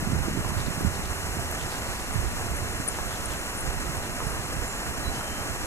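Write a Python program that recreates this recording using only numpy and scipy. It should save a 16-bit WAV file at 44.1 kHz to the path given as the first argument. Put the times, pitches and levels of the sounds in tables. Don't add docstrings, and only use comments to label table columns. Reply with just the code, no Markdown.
import sys
import numpy as np
from scipy import signal
from scipy.fft import rfft, irfft
from scipy.io import wavfile

SR = 44100
rng = np.random.default_rng(int(sys.argv[2]) if len(sys.argv) > 2 else 0)


def wav_record(signal):
    frames = np.transpose(np.atleast_2d(signal))
    bounded = np.clip(frames, -1, 1)
    quanta = np.round(bounded * 32767).astype(np.int16)
    wavfile.write(sys.argv[1], SR, quanta)


N = 249606
TIME = np.arange(N) / SR
FREQS = np.maximum(np.fft.rfftfreq(N, 1 / SR), 1)


def from_db(db):
    return 10 ** (np.asarray(db) / 20)


def rms_one(x):
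    return x / np.sqrt(np.mean(x ** 2) + 1e-20)


def gain_of(points):
    hz, db = np.transpose(points)
    return from_db(np.interp(np.log(FREQS), np.log(hz), db))


def colour(x, gain):
    return irfft(rfft(x) * gain, N)


def noise(points, channels=1):
    return colour(rng.standard_normal((channels, N)) * np.sqrt(SR / 2), gain_of(points))


def drift(corner_hz, channels=1):
    return rms_one(colour(rng.standard_normal((channels, N)), 1 / (1 + (FREQS / corner_hz) ** 2)))


def ring(x, hz, t60):
    r, w = from_db(-60 / (t60 * SR)), 2 * np.pi * hz / SR
    return signal.lfilter([0, np.sin(w)], [1, -2 * r * np.cos(w), r * r], x + 1e-18)


def add(out, s, sound, pan_db):
    start = round(s * SR)
    first, last = max(start, 0), min(start + len(sound), N)
    sides = from_db([[min(pan_db, 0)], [min(-pan_db, 0)]])
    out[:, first:last] += sides * sound[first - start:last - start]


def from_left(x, lag_ms):
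    return np.array([x[0], colour(x[1], np.exp(-2j * np.pi * FREQS * lag_ms / 1000))])


def among_banks(x, t60, wet_db, delay_s):
    t = TIME[:SR]
    tail = rng.standard_normal((2, SR)) * from_db(-60 * t / t60) * (t > delay_s)
    tail /= np.sqrt(np.sum(tail ** 2, axis=1, keepdims=True))
    return x + from_db(wet_db) * signal.fftconvolve(x, tail, axes=1)[:, :N]


def engine(level_db=-41.5, fades_at_s=2.1, fade_db_per_s=3.5, flutter_db=3, waver=0.022):
    # t/s, f/Hz
    firing = [(0, 83.3), (.8, 76.14), (1.4, 84.75), (1.8, 60.9), (2.1, 60.64), (2.6, 66.55), (3.55, 66.1),
              (3.85, 45.9)]
    firing_hz = np.interp(TIME, *np.transpose(firing)) * (1 + waver * drift(5.9)[0])
    db = level_db - fade_db_per_s * np.maximum(TIME - fades_at_s, 0)
    return from_db(db + flutter_db * drift(30)[0]) * np.sin(2 * np.pi * np.cumsum(firing_hz) / SR)


def pings(samples, pitches, per_s, cycles, spread_db, max_spreads):
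    excess_db = spread_db * np.minimum(rng.exponential(1, samples), max_spreads)
    strengths = from_db(excess_db) * rng.choice([-1, 1], samples)
    born = rng.random(samples) < per_s / SR
    pitch_index = rng.integers(0, len(pitches), samples)
    return np.array([ring(strengths * born * (pitch_index == k), hz, cycles / hz)
                     for k, hz in enumerate(pitches)])


def rushing_water(bubble_db=-47, surge_db=0.97):
    # f/Hz, spectral density level/dB
    spectrum = [(60, -65), (280, -66.5), (500, -70.5), (680, -68), (1000, -69.5), (1400, -69), (1900, -70),
                (2250, -73.7), (2800, -74.2), (3900, -80), (6000, -77.2), (7900, -77.5), (10300, -82.5),
                (12400, -82.5), (14200, -86.5)]
    # f/Hz, level/dB re the whole (capped at 0 dB)
    unshared = [(100, -5), (300, -19.5), (600, -13.5), (1000, -6), (1350, -15.5), (2050, -4), (2800, -3),
                (3500, -23.5), (4100, 2), (4750, -20), (5400, -5), (6500, -4.5), (8000, -6), (10000, -1.5),
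                (11200, -4), (14000, -4)]
    # f/Hz, phase lead/rad
    port_lead = [(0, 0), (1890, 1.7854), (2500, 3), (3700, 3), (5000, 3.5), (5400, 5), (5860, 4), (6630, 7),
                 (7240, 6.5), (8530, 7.5), (11900, 8), (12500, 10.5), (14300, 10.5)]
    unshared_gain = np.minimum(gain_of(unshared), 1)
    common = colour(noise(spectrum)[0], np.sqrt(1 - unshared_gain ** 2))
    surge = from_db(surge_db * drift(28)[0])
    pitches = np.geomspace(450, 5000, 24)
    bubbles = pings(N, pitches, per_s=260, cycles=6.5, spread_db=1.5, max_spreads=5)
    nearer = rms_one(pitches ** -.25 @ bubbles)
    left = common * surge + from_db(bubble_db) * nearer
    right = colour(left, np.exp(-1j * np.interp(FREQS, *np.transpose(port_lead))))
    return np.array([left, right]) + colour(noise(spectrum, channels=2), unshared_gain)


def port_colour(x):
    # f/Hz, level/dB
    imbalance = [(250, -1), (700, -2), (2000, -1.7), (2900, 1), (5600, -1.5), (6300, 0), (6950, 1),
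                 (8100, 4.5), (8800, 4.5), (10100, 9), (12500, 4.5), (13700, 4.5)]
    return colour(x, gain_of(imbalance) ** np.array([[.5], [-.5]]))


def waver_treble(x, corner_hz=5000):
    # t/s, level/dB
    treble_level = [(0, -0.5), (.3, -2), (.6, -0.14), (1.3, 0.5), (1.7, -0.1), (2.2, .1), (3.5, 0.5),
                    (3.7, -0.62), (5.6, -0.39)]
    treble = colour(x, FREQS ** 2 / (FREQS ** 2 + corner_hz ** 2))
    return x + treble * (from_db(np.interp(TIME, *np.transpose(treble_level))) - 1)


def gusting():
    # centre t/s, duration/s, level/dB re the breeze
    gusts = [(.12, 0.36, 8), (.42, 0.22, 7.5), (0.623, 0.17, 9.5), (0.94, .36, 7), (1.387, 0.21, 4),
             (2.225, 0.24, 6), (2.44, 0.28, 6), (2.621, 0.097, 5), (3.708, 0.18, 5.5), (3.914, 0.3, 5),
             (4.317, 0.18, 5.5), (4.524, 0.34, 4), (5.053, .24, 4), (5.5, 0.14, 3.5)]
    return sum(db * np.exp(-((TIME - s) / (length / 2)) ** 4) for s, length, db in gusts)


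def wind(left_db=-44.5, right_db=-36.5, left_gust_share=0.93, lumps_db=2):
    # f/Hz, relative spectral density level/dB
    rumble = [(12, -4), (25, 2), (45, 5), (80, 1.5), (130, -4.5), (220, -15.5), (400, -13), (900, -92)]
    gust_db = gusting()
    port_db = np.array([left_db + left_gust_share * gust_db, right_db + gust_db])
    port_db += lumps_db * drift(5.8, channels=2)
    return rms_one(noise(rumble, channels=2)) * from_db(port_db)


def eddies(per_s=4.5, peak_db=-30, spread_db=0.5, breeze_hz=69.6, octaves_per_db=.1, candidates=120):
    gust_db, duration, rows = gusting(), N / SR, []
    left_share, shadow_db = .2, 27
    for (when, chance, side), size in zip(rng.random((candidates, 3)), rng.standard_normal(candidates)):
        gust = gust_db[int(when * N)]
        if chance < per_s * from_db(gust) * duration / candidates:
            hz = breeze_hz * 2 ** (octaves_per_db * gust)
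            pan_db = shadow_db if side < left_share else -shadow_db
            rows.append((when * duration, peak_db + gust - spread_db * size, hz, pan_db))
    return rows


def buffets(wake_db=-18, wake_s=0.017):
    # t/s, peak level/dB, f/Hz, left minus right/dB
    hard_eddies = [(.028, -18.5, 175, 22), (.075, -14, 174, -25), (.122, -16, 248, -18),
                   (.135, -11.5, 130, -20), (.164, -13, 115, -20), (.208, -16.5, 100, -25),
                   (0.284, -13.5, 226, -23), (.313, -18, 186, 7), (0.353, -21, 218, -6),
                   (.375, -13, 209, -20), (.392, -13, 135, -23), (.409, -21, 133, 12),
                   (0.495, -18, 173, -20), (.521, -18.5, 175, -24), (0.576, -23, 85, -18),
                   (0.612, -17.5, 85, -20), (.684, -11.5, 153, -26), (.707, -15.5, 125, -23),
                   (.782, -21.5, 149, -20), (.81, -19, 270, -22), (.85, -7.5, 165, -23),
                   (.865, -13.5, 80, -18), (0.878, -12, 100, -20), (.995, -19.5, 135, -23.5),
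                   (1.115, -23, 54.7, -20), (1.372, -20, 210, -12), (1.392, -21, 110, -19),
                   (1.889, -22, 68, -22), (2.16, -15, 109, -26), (2.178, -22, 88, -22),
                   (2.458, -22.5, 89, -20), (2.622, -22, 80, -20), (2.801, -17, 172, -18),
                   (3.675, -24, 132, -20), (3.692, -19, 44.7, -25), (3.901, -20, 100, -23),
                   (3.977, -18.5, 70, -27), (4.098, -21, 124, -24), (4.237, -22, 100, -20),
                   (4.27, -17, 114, -24), (4.308, -23, 133, -20), (4.568, -21, 133, -22),
                   (5.08, -16, 80.4, -25)]
    out, t = np.zeros((2, N)), np.arange(-SR // 20, SR // 20) / SR
    for s, db, hz, pan_db in hard_eddies + eddies():
        distance_squared = (np.pi * hz * t) ** 2
        pulse = (2 * distance_squared - 1) * np.exp(-distance_squared)
        band = signal.butter(2, [hz / 2, hz * np.sqrt(2)], "band", fs=SR, output="sos")
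        turbulence = rms_one(signal.sosfilt(band, rng.standard_normal(len(t))))
        wake = turbulence * np.exp(-.5 * (t / wake_s) ** 2)
        add(out, s + t[0], from_db(db) * (pulse + from_db(wake_db) * wake), pan_db)
    return out


def bird(notes, waver, waver_hz, skew, trill_hz, trill_db):
    out, unsteady = np.zeros((2, N)), drift(waver_hz)[0]
    for s, length, pitch_hz, db, fall, pan_db in notes:
        progress = np.linspace(0, 1, max(round(length * SR), 20))
        rasp = waver * np.interp(s + progress * length, TIME, unsteady)
        hz = pitch_hz * (1 + fall * (.5 - progress) + rasp)
        swell = np.sqrt(np.abs(np.sin(np.pi * progress ** skew)))
        dips_db = trill_db * np.cos(np.pi * trill_hz * progress * length) ** 2
        add(out, s, from_db(db - dips_db) * swell * np.sin(2 * np.pi * np.cumsum(hz) / SR), pan_db)
    return out


def far_bird():
    # t/s, duration/s, f/Hz, level/dB before the trill, fall/share of f, left minus right/dB
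    whistles = [(4.625, 0.051, 7190, -37, -0.0033, -15), (4.675, .07, 7225, -34, -0.0026, -15),
                (4.75, .07, 7160, -42, 0.0032, -10), (5.042, .06, 4010, -35.5, 0.021, -13),
                (5.145, 0.066, 3100, -40, -0.028, 4), (5.27, 0.092, 3080, -40, 0.022, 6)]
    return bird(whistles, waver=0.0028, waver_hz=120, skew=0.53, trill_hz=22.1, trill_db=4)


def near_bird():
    # t/s, duration/s, f/Hz, level/dB before the trill, fall/share of f, left minus right/dB
    chips = [(.482, .008, 9600, -33, .06, 6), (.81, .007, 11400, -29, .02, 8),
             (1.509, .0083, 11600, -25, .03, 8), (2.123, 0.019, 9750, -30, 0.041, 8),
             (2.563, 0.013, 9430, -27, .02, 6), (2.874, 0.016, 9520, -13.5, .04, 9),
             (3.254, 0.0084, 9300, -22, 0.082, 5), (3.561, 0.04, 9400, -29, 0.048, 15),
             (3.603, .009, 9600, -24, .02, 10), (3.61, .007, 10900, -29, .02, 6),
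             (4.262, 0.016, 10000, -30, .02, 8), (4.295, .018, 9450, -33, .02, 8),
             (4.316, .006, 9900, -29, -.15, 8), (4.677, .0053, 9550, -27, .03, 8)]
    return bird(chips, waver=0.033, waver_hz=2400, skew=1.7, trill_hz=114, trill_db=12)


def swishes(octaves=0.2):
    # centre t/s, duration/s, level/dB, centre f/Hz, left minus right/dB
    puffs = [(0.593, 0.033, -44.5, 4200, -7), (.668, 0.033, -45, 4200, -1), (.95, 0.045, -49, 4480, 4),
             (1.05, .03, -45, 3900, -4.5), (1.611, 0.058, -42.5, 3460, -9), (1.74, .1, -45.5, 4200, -8),
             (1.968, 0.36, -51, 4540, -5), (2.3, .08, -52, 3380, 4), (2.95, .05, -49, 3600, 2),
             (3.131, .09, -47, 3500, 3), (3.315, 0.076, -45, 3570, 2), (3.855, 0.033, -50, 3716, 1),
             (4.05, .04, -49.5, 3510, 3), (4.417, .04, -50, 3600, 0), (5.149, 0.046, -45, 4700, 7)]
    out, t = np.zeros((2, N)), np.arange(-SR // 4, SR // 4) / SR
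    for s, length, db, hz, pan_db in puffs:
        pitches = hz * 2 ** (octaves * np.linspace(-1, 1, 9))
        ringing = pings(len(t), pitches, per_s=600, cycles=13, spread_db=3, max_spreads=4)
        swell = np.exp(-(2 * t / length) ** 2)
        add(out, s + t[0], from_db(db) * rms_one(sum(ringing)) * swell, pan_db)
    return out


def splashes_and_chip(tail_db=-32, tail_t60=0.11):
    # t/s, peak level/dB, f/Hz, t60/s, left minus right/dB
    transients = [(.448, -27, 1020, 0.033, 1), (.505, -26.5, 980, .03, -1),
                  (.6036, -22.5, 4050, 0.0035, -22), (.666, -38, 4300, .003, 4), (.825, -39, 2750, .003, 7),
                  (0.954, -29, 4500, .002, -4), (1.0555, -23, 3750, 0.0014, -11),
                  (1.388, -27, 705, .07, -4), (1.459, -25, 6000, .0015, -3),
                  (1.6127, -23, 3250, 0.0022, -11), (1.626, -23, 5900, .0015, -5),
                  (1.723, -23, 4440, .0015, -10), (1.724, -23, 740, 0.013, -4),
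                  (1.742, -28, 5900, .002, -5), (1.821, -29, 3000, 0.0012, -9),
                  (1.9968, -25, 3500, 0.0015, -9), (2.9874, -17.5, 1050, 0.0044, 0),
                  (3.2135, -28, 3450, 0.00098, -4), (3.3194, -25, 7200, .0015, 0),
                  (3.3477, -33, 2900, .002, 4), (3.969, -22, 8700, 0.0028, 6), (4.2041, -21, 1120, .006, 0),
                  (4.727, -26, 6820, .003, -1), (5.2117, -21.5, 1380, 0.0088, -2)]
    out, t = np.zeros((2, N)), np.arange(SR // 10) / SR
    for s, db, hz, t60, pan_db in transients:
        tail = rng.standard_normal(len(t)) * from_db(tail_db - 60 * t / tail_t60)
        ringing = ring((t == 0) + tail, hz, t60)
        add(out, s, from_db(db) * ringing / np.abs(ringing).max(), pan_db)
    return out


def scene():
    rush = waver_treble(port_colour(rushing_water()))
    shallows = among_banks(splashes_and_chip() + swishes(), t60=.16, wet_db=-6, delay_s=.01)
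    chips, whistles = near_bird(), far_bird()
    near = among_banks(from_left(chips, lag_ms=.13), t60=.13, wet_db=-15, delay_s=.006)
    far = among_banks(from_left(whistles, lag_ms=.12), t60=.6, wet_db=-3, delay_s=.008)
    return rush + wind() + engine() + buffets() + shallows + near + far


def record(dry):
    cutoff_hz = 14250
    return signal.sosfilt(signal.ellip(12, .1, 80, cutoff_hz, fs=SR, output="sos"), dry)


dry = scene()
out = record(dry)
wav_record(out)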